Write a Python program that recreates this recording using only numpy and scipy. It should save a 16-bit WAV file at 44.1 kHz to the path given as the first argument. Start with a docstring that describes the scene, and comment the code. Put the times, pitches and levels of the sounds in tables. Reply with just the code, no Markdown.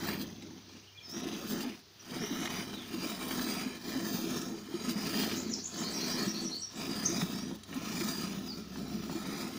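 """A cow is milked by hand into a metal pail: each jet is a stream of random drops that excites the hollow of
the pail, patters through the resonances of its wall and fizzes as filtered foam and spray.
Swelling tones gulp, small bubbles ring and fat drops smack as bursts of noise.
Gliding whistles make small birds chirp nearby, over the open yard's filtered hiss and two wavering tones
of a distant motor. One microphone, close by."""
import sys
import numpy as np
from scipy import signal
from scipy.fft import rfft, irfft, next_fast_len
from scipy.io import wavfile

SR = 44100
rng = np.random.default_rng(int(sys.argv[2]) if len(sys.argv) > 2 else 0)


def wrap_up_sound(samples):
    """Save the sound to the file named by the first command line argument, as 16-bit audio."""
    columns = np.atleast_2d(samples).T
    # keep every value between -1 and 1, then stretch to whole-number steps
    tamed = np.clip(columns, -1, 1)
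    steps = np.round(tamed * 32767).astype(np.int16)
    wavfile.write(sys.argv[1], SR, steps)


N = 422478
TIME = np.arange(N) / SR
TOP_HZ = 15550  # upper edge of the sound


def undb(db):
    """Decibels to gain."""
    return 10 ** (np.asarray(db) / 20)


def unit(x):
    """Scale to rms 1."""
    return x / np.sqrt(np.mean(x ** 2) + 1e-20)


def gains(table):
    """The dB columns of a curve as gains at every sample."""
    s, *columns = np.transpose(table)
    return [undb(np.interp(TIME, s, column)) for column in columns]


def add(track, s, sound):
    """Mix a sound into a track at time s."""
    i = max(int(s * SR), 0)
    track[i:i + len(sound)] += sound[:max(N - i, 0)]


def walk(rate, size=N):
    """Smooth chance with a spread near 1: random knots, rate per second, joined by lines."""
    position = np.arange(size) * rate / SR
    count = int(position[-1]) + 2
    knots = rng.standard_normal(size)[:count]
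    return 1.162 * np.interp(position, np.arange(count), knots)


def colour(x, points):
    """Filter by a spectrum of (Hz, dB) points, joined along log frequency."""
    hz, db = np.transpose(points)
    size = next_fast_len(N + 4096)
    f = np.maximum(np.fft.rfftfreq(size, 1 / SR), 1)
    gain = undb(np.interp(np.log(f), np.log(hz), db))
    return irfft(rfft(x, size) * gain, size)[:N]


def lowpass(x, hz):
    """Keep the lows without shifting them in time."""
    return signal.sosfiltfilt(signal.butter(2, hz, fs=SR, output="sos"), x)


def resonate(x, hz, width):
    """One resonance, gain 1 at its centre."""
    return signal.lfilter(*signal.iirpeak(hz, hz / width, SR), x)


def tail(t60):
    """Dense reflections that die away, with unit energy."""
    t = np.arange(SR // 2) / SR
    h = rng.standard_normal(len(t)) * undb(-60 * t / t60)
    return h / np.linalg.norm(h)


def echoes(x, t60, wet_db):
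    """Direct sound plus the reflections of the yard."""
    return x + undb(wet_db) * signal.fftconvolve(x, tail(t60))[:N]


def drops(rate, scatter_db):
    """Random impacts of unequal size, rate per second."""
    hit = rng.random(N) < rate / SR
    sign = rng.choice([-1, 1], N)
    size = undb(scatter_db * np.clip(rng.standard_normal(N), -2, 2))
    return unit(hit * sign * size)


def bubbles(count, low_hz, high_hz, cycles, scatter_db):
    """Bubbles at random moments, each a short ring gliding upward."""
    out = np.zeros(N)
    for when, size, strength in rng.random((count, 3)):
        hz = low_hz * (high_hz / low_hz) ** size
        age = np.arange(int(cycles * SR / hz)) * hz / (cycles * SR)  # 0 to 1
        ring = np.exp(-5 * age) * np.sin(2 * np.pi * cycles * age * (1 + 0.065 * age))
        level = undb(scatter_db * strength ** 3) * (hz / low_hz) ** 0.54
        add(out, when * N / SR, level * ring)
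    return unit(out)


# colour of the air in the yard: [f/Hz, relative level/dB]
YARD_COLOUR = [(25, -33), (45, -30), (75, -1), (130, 4.5), (250, -7), (400, 3), (520, -10), (850, -9),
               (1500, -9.5), (2500, -10.5), (4500, -4), (6200, -8.5), (7200, -22), (8200, -30),
               (13500, -31), (15000, -15)]
YARD_DB = -57.8
# distant motor, before a final trim: [t/s, level of the low line/dB, level of the upper line/dB]
MOTOR_LEVELS = [(0, -54, -51), (.6, -72, -59.5), (1.9, -82, -68), (2.5, -68, -56), (4.2, -66, -67.5),
                (5.3, -71, -54), (6.4, -73, -65.5), (7.2, -58, -59), (8, -63, -58), (9, -52.5, -65),
                (9.58, -71, -68)]
# the two lines of the motor: [f/Hz of the low line, f/Hz of the upper line]
MOTOR_HZ = (68.7, 95.2)


def yard():
    """Soft outdoor hiss and the wavering hum of a distant motor."""
    air = unit(colour(rng.standard_normal(N), YARD_COLOUR))
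    air = air * undb(YARD_DB + 1.5 * walk(1.44))
    hum = 0
    for hz, gain in zip(MOTOR_HZ, gains(MOTOR_LEVELS)):
        wavering_hz = hz * (1 + 0.037 * walk(18))
        hum = hum + gain * np.sin(2 * np.pi * np.cumsum(wavering_hz) / SR)
    return air + undb(-0.5) * hum


# one row per pull of a teat, the two weak ones a dribble; levels drive the layers before their own trims:
# [t/s of the start, tightening/s, draining/s, plunge level/dB, splash level/dB, spray level/dB,
#  pressure lacking at the start/dB, pressure lacking at the end/dB, level of the wall/dB,
#  tilt of the boom/dB per octave, brightness of the foam/dB]
SQUIRTS = [(.03, 0.055, 0.13, -35, -39.5, -49, 1.5, 8, -9.5, 2, -12),
           (.27, 0.096, .2, -46.5, -61, -74, 3, -3.5, -13, -8, -0.5),
           (.696, .02, 0.058, -52, -67.5, -82, 0, -3.5, 3, 10, 8),
           (1.172, 0.37, .13, -37, -45, -56.5, 3, 2.5, -6, 9, -9),
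           (2.122, 0.33, 0.34, -37.5, -41, -49.5, 7.5, 8.5, -3.5, -1.5, -3.5),
           (2.916, 0.55, 0.28, -37, -42, -48, 7.5, 11, 0.5, 6, -6),
           (3.858, 0.49, .22, -35.5, -45.5, -49, 4.5, 9, 1.5, 4.5, 1),
           (4.711, .53, 0.36, -34, -40.5, -45, 12, 20, -2, 4.5, -0.5),
           (5.764, 0.42, 0.36, -36.5, -44.5, -51.5, 3.5, 13, 2.5, 5, 2.5),
           (6.789, 0.43, 0.31, -35.5, -43, -50, 6.5, 15, 1, -6.5, -2.5),
           (7.727, 0.33, 0.56, -37.5, -43.5, -45.5, 12.5, 16.5, 1, -11.5, -2.5),
           (8.71, .7, 0.15, -37.5, -46.5, -50.5, 10, 5.5, 0, -1.5, -4.5)]


def squeezes(peaks_db, law):
    """Each jet sets in fast, changes pressure as the fist tightens and the teat drains, then is cut off."""
    follow, onset_db_s, release_db_s = law
    power = 0
    for (start, tighten, drain, _, _, _, start_db, end_db, *_), peak_db in zip(SQUIRTS, peaks_db):
        end = start + tighten + drain
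        slack_db = np.interp(TIME, [start, start + tighten, end], [start_db, 0, end_db])
        before_db = onset_db_s * np.maximum(start - TIME, 0)
        after_db = release_db_s * np.maximum(TIME - end, 0)
        level_db = peak_db - follow * slack_db - before_db - after_db
        power = power + undb(np.maximum(level_db, -120)) ** 2
    return np.sqrt(power)


# how each layer follows the squeeze: (dB per dB of pressure, onset dB per s, release dB per s)
PLUNGE_LAW, SPLASH_LAW, SPRAY_LAW = (0.39, 210, 190), (0.95, 104, 130), (1.33, 87, 95)
FLUTTER_HZ, FLUTTER_DB = 21.83, 1.26  # the jet is never quite even


def jet():
    """Strength of plunge, splash and spray, and the colour given by where each squirt lands."""
    start, tighten, _, plunge_db, splash_db, spray_db, _, _, *aim = np.transpose(SQUIRTS)
    flutter = undb(FLUTTER_DB * walk(FLUTTER_HZ))
    layers = [(plunge_db, PLUNGE_LAW), (splash_db, SPLASH_LAW), (spray_db, SPRAY_LAW)]
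    strengths = [flutter * squeezes(db, law) for db, law in layers]
    return strengths + gains(np.transpose([start + tighten, *aim]))


# resonances of the hollow of the pail: [f/Hz, width/Hz, relative level/dB]
HOLLOW = [(189, 25, 0), (215.4, 14.7, 6.5), (250.3, 25, 4.5), (281, 20, -5), (326.5, 11.8, 2.5),
          (353, 4.1, -14), (399.4, 19.5, -8.5)]


def plunge(force, tilt):
    """Drops punch into the milk; the air in the pail booms with them."""
    push = drops(rate=330, scatter_db=1.5) * force
    boom = 0
    for hz, width, db in HOLLOW:
        gain = undb(db) * tilt ** np.log2(hz / 250)
        boom = boom + gain * resonate(push, hz, width)
    boom = colour(boom, [(20, 10), (45, -5), (100, -2.5), (170, 1.5), (410, 1.0), (520, -9.0), (1200, -14.0)])
    return unit(boom) * np.sqrt(np.mean(force ** 2)) * undb(-2.0)


def gurgle(force):
    """Pea-sized bubbles ring in the churned milk as long as the jet plunges."""
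    return undb(-18.5) * force * bubbles(count=450, low_hz=453, high_hz=927, cycles=58, scatter_db=2.5)


# resonances of the wall of the pail: [f/Hz, width/Hz, relative level/dB, change as the milk rises/dB per s]
WALL = [(698, 73, 1.5, -0.27), (1056, 83, -1, 0.08), (1261, 41, -2.5, 0.51), (1313, 61, -3.5, 0.6),
        (1730, 150, -1, -0.16), (2355, 130, 3, -0.83), (3040, 240, -10, 0.12), (3760, 130, -5.5, -0.4),
        (4806, 177, 1.5, 0), (5500, 280, -32, -4), (6630, 150, -9, 0.5), (8530, 110, -10, 0),
        (9350, 130, -16, 0)]
# colour of the foam: [f/Hz, relative level/dB]
FOAM_COLOUR = [(200, -5.5), (450, -10.5), (700, -3.5), (1100, -5), (1500, -3.5), (2300, -1.5), (2800, -2),
               (3800, -0.5), (4400, -5.5), (5600, 0.5), (6500, 1.5), (7300, -38), (9000, -41), (15000, -44)]
# colour of the spray: [f/Hz, relative level/dB]
SPRAY_COLOUR = [(1500, -16), (4000, 5), (5500, 2), (7200, -1), (8000, -6.5), (8700, -5), (9300, -6),
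                (11500, -5.5), (13000, -9.5), (14000, -21), (14700, 6.5), (15500, 1)]
WANDER_HZ, WANDER_DB = 5, 2.5  # the landing point wanders and wakes other modes of the wall


def splash(splash_gain, spray_gain, wall_gain, bright):
    """The wobbling jet patters on foam and wall and throws off a fine spray."""
    wobble = undb(1.37 * walk(70))
    knocks = drops(rate=2400, scatter_db=6.5) * wobble
    wall = 0
    for hz, width, db, drift in WALL:
        mode_gain = undb(db + drift * TIME + WANDER_DB * walk(WANDER_HZ))
        wall = wall + mode_gain * resonate(knocks, hz, width)
    wall = unit(wall)
    fizz = bubbles(count=4000, low_hz=792, high_hz=6020, cycles=20.6, scatter_db=6)
    foam = drops(rate=1600, scatter_db=3.5) * wobble + undb(-10.0) * fizz
    foam = unit(colour(foam, FOAM_COLOUR))
    dull = lowpass(foam, 3000)
    foam = dull + bright * (foam - dull)  # thick foam swallows the treble
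    spray = unit(colour(drops(rate=1400, scatter_db=3.0) * wobble, SPRAY_COLOUR))
    return splash_gain * (undb(1.5) * foam + wall_gain * wall) + spray_gain * undb(6) * spray


# the jet spits for a moment, throwing off extra spray: [t/s, length/s, level/dB before the trim of the spray]
SPITS = [(.06, .04, -55), (0.188, 0.054, -50), (1.09, 0.04, -53), (1.471, 0.07, -48), (1.595, 0.047, -49.5),
         (2.018, 0.039, -67), (2.105, 0.036, -59), (3.085, 0.03, -51), (3.87, 0.043, -52),
         (4.888, .04, -48), (5.204, .055, -44), (6.53, 0.05, -56), (7.543, 0.02, -51.5)]


def spits():
    """Short swells in the strength of the spray, each a rounded arch."""
    strength = 0
    for s, length, db in SPITS:
        across = 2 * (TIME - s) / length - 1  # -1 to 1 within the spit
        strength = strength + undb(db) * np.sqrt(np.maximum(1 - across ** 2, 0))
    return strength


# the fattest drops that smack the pail: [t/s, level/dB before a final trim, centre f/Hz]
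SMACKS = [(0.085, -22.5, 1510), (0.423, -35.5, 3900), (0.695, -45, 700), (1.51, -32, 1990),
          (1.606, -28, 2240), (2.236, -29, 2000), (2.456, -20.5, 2820), (2.473, -21, 1910),
          (3.31, -22, 2190), (3.393, -25, 1340), (4.415, -27, 4870), (4.894, -27, 4860), (5.142, -25, 1820),
          (5.234, -23, 2000), (5.314, -22, 2600), (7.215, -20.5, 1900), (7.633, -31.5, 4820),
          (7.728, -28.5, 2260), (7.742, -32, 8500), (8.008, -24, 1900), (8.107, -33, 4810),
          (8.757, -31, 1380), (9.096, -27, 900)]


def smacks():
    """A fat drop bursts on the wall in a brief crackle of band-limited noise."""
    out, t = np.zeros(N), np.arange(SR // 20) / SR
    for s, db, hz in SMACKS:
        burst = rng.standard_normal(len(t)) * np.exp(-t / 0.0054)
        band = [hz / 2.1, min(hz * 1.5, TOP_HZ)]
        burst = signal.sosfilt(signal.butter(2, band, "bandpass", fs=SR, output="sos"), burst)
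        loudness = np.std(burst[:SR // 250])  # over the first 4 ms
        add(out, s, undb(db - 13.0) * burst / loudness)
    return out


def pail(x, t60, wet_db, count=12):
    """Short waves bounce around inside the pail, by other paths as the landing point wanders."""
    low = lowpass(x, 2200)
    high = x - low
    paths = np.array([signal.oaconvolve(high, tail(t60)[:SR // 10])[:N] for _ in range(count)])
    share = np.array([walk(7) for _ in range(count)])
    wet = np.sum(paths * share, axis=0) / np.linalg.norm(share, axis=0)
    return low + (high + undb(wet_db) * wet) / np.hypot(1, undb(wet_db))


# the biggest gulps of air dragged under by the jet: [t/s, level/dB before a final trim, starting f/Hz]
BIG_GULPS = [(1.142, -32.5, 336), (1.266, -25.5, 323), (1.498, -32, 277), (1.665, -23.5, 251),
             (2.23, -27, 402), (2.31, -19.5, 272), (2.941, -24.5, 328), (3.058, -30, 308),
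             (3.391, -26, 246), (3.442, -23, 241), (3.663, -21, 247), (3.957, -20, 255), (4.146, -21, 216),
             (4.32, -23, 248), (4.429, -32, 212), (4.742, -23.5, 340), (4.881, -18.5, 230),
             (4.959, -20, 206), (5.479, -24.5, 218), (6.269, -19.5, 200), (7.098, -24, 329),
             (7.229, -16.5, 182), (7.76, -22, 256), (8.012, -24, 333), (8.047, -20, 210),
             (8.374, -22.5, 192), (8.943, -20, 206), (9.154, -23.5, 320)]
# small gulps come by chance, as loud as the plunge allows, and deepen as the pail fills
GULPS_PER_S, GULP_HZ, GULP_SPREAD_OCTAVES, GULP_OVER_PLUNGE_DB = 7, 279.6, .18, 6.5
GULP_SINK_OCTAVES_PER_S = 0.059


def gulps(force):
    """A pocket of air swells, rings for a few cycles and rises in pitch: a few big ones, many small."""
    out, t = np.zeros(N), np.arange(SR // 10) / SR
    age = t / 0.0083
    swell = age * np.exp(1 - age)
    big = [(s, undb(db), hz) for s, db, hz in BIG_GULPS]
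    moments = np.flatnonzero(rng.random(N) < GULPS_PER_S / SR)
    octaves = GULP_SPREAD_OCTAVES * rng.standard_normal(N) - GULP_SINK_OCTAVES_PER_S * TIME
    pitch = GULP_HZ * 2 ** octaves
    small = [(i / SR, force[i] * undb(GULP_OVER_PLUNGE_DB), pitch[i]) for i in moments]
    for s, size, hz in big + small:
        ring = np.sin(2 * np.pi * hz * t * (1 + 0.66 * t))
        add(out, s - .003, size * undb(-8.5) * swell * ring)  # sets in 3 ms ahead
    return out


SONG_SCATTER_DB, SONG_SCATTER_OCTAVES = 0.7, 0.0091  # no two notes are sung alike


def phrase(motif, start, period, count):
    """The notes of a motif sung several times at an even pace, each a little different."""
    notes = []
    for k in range(count):
        for s, length, start_hz, end_hz, db, rasp in motif:
            pitch, effort = rng.standard_normal(2)
            shift = 2 ** (SONG_SCATTER_OCTAVES * pitch)
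            level_db = db + SONG_SCATTER_DB * effort
            notes.append((start + k * period + s, length, start_hz * shift, end_hz * shift, level_db, rasp))
    return notes


# lone bird calls: [t/s, length/s, start f/Hz, end f/Hz, level/dB before rasp and echo, rasp 0-1]
CHIRPS = [(.83, .03, 2700, 2870, -58, 0.16), (.87, .025, 3000, 2780, -55, 0.3),
          (0.948, 0.036, 2320, 2340, -57, 0.06), (1.004, 0.02, 2310, 2330, -54, 0.05),
          (0.973, .024, 3360, 3060, -48.5, 0.13), (1.026, .06, 5360, 4870, -49.5, .15),
          (1.078, .12, 5050, 5870, -45.5, 0.19), (1.994, 0.02, 5930, 5450, -50.5, 0.3),
          (2.177, 0.12, 5110, 5940, -46, 0.37), (2.712, 0.14, 4060, 2970, -49.5, 0.25),
          (5.511, 0.046, 6240, 5310, -39.5, 0.9), (5.565, 0.066, 5880, 5800, -46.5, .63),
          (6.743, .053, 6700, 8100, -54, .9), (7.046, 0.017, 4940, 6200, -34, 0.4),
          (7.054, 0.019, 6400, 5850, -26, 0.48), (7.295, 0.18, 4900, 5890, -50, .1),
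          (8.472, .062, 5060, 4210, -40.5, 0.02)]
# a song of two phrases, each a repeated motif; columns as for the calls, with t/s counted into the motif
OPENING_MOTIF = [(0, .072, 6680, 6580, -44, 0.73), (.083, .055, 4500, 4350, -47.5, 0.54)]
# the second phrase: [t/s into the motif, length/s, start f/Hz, end f/Hz, level/dB, rasp 0-1]
TRILL_MOTIF = [(0, 0.0827, 4115, 4443, -38, 0.23), (.07, .04, 7300, 8100, -52, .65),
               (.104, 0.0547, 5740, 5390, -39.5, 0.31)]
OPENING_S, OPENING_PERIOD_S = 5.352, .138
TRILL_S, TRILL_PERIOD_S = 5.83, .169
ARCH_HZ = 109.3  # each note bows upward in its middle


def birds():
    """Gliding whistles, some made raspy by a fast flutter of pitch and strength; the yard echoes them."""
    out, size = np.zeros(N), SR // 4
    opening = phrase(OPENING_MOTIF, OPENING_S, OPENING_PERIOD_S, count=4)
    trill = phrase(TRILL_MOTIF, TRILL_S, TRILL_PERIOD_S, count=5)
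    for s, length, start_hz, end_hz, db, rasp in CHIRPS + opening + trill:
        age = np.minimum(np.arange(size) / (length * SR), 1)
        arch = np.sin(np.pi * age)
        glide_hz = start_hz + (end_hz - start_hz) * age + ARCH_HZ * arch
        hz = glide_hz + rasp * 520 * walk(1100, size=size)
        swell = np.abs(arch) ** .5 * undb(rasp * 5.9 * walk(352, size=size))
        add(out, s, undb(db) * swell * np.sin(2 * np.pi * np.cumsum(hz) / SR))
    return echoes(out, t60=0.35, wet_db=-1.5)


def scene():
    """Milk in the pail, birds and yard, the same in both channels."""
    plunge_gain, splash_gain, spray_gain, wall_gain, tilt, bright = jet()
    all_spray = np.hypot(spray_gain, spits())
    patter = splash(splash_gain, all_spray, wall_gain, bright) + smacks()
    milk = plunge(plunge_gain, tilt) + gurgle(plunge_gain) + gulps(plunge_gain)
    mono = milk + pail(patter, t60=0.029, wet_db=3.0) + birds() + yard()
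    return np.array([mono, mono])


def record(dry):
    """The recorder cuts the top steeply."""
    return signal.sosfilt(signal.ellip(12, .2, 80, TOP_HZ, fs=SR, output="sos"), dry)


dry = scene()
out = record(dry)
wrap_up_sound(out)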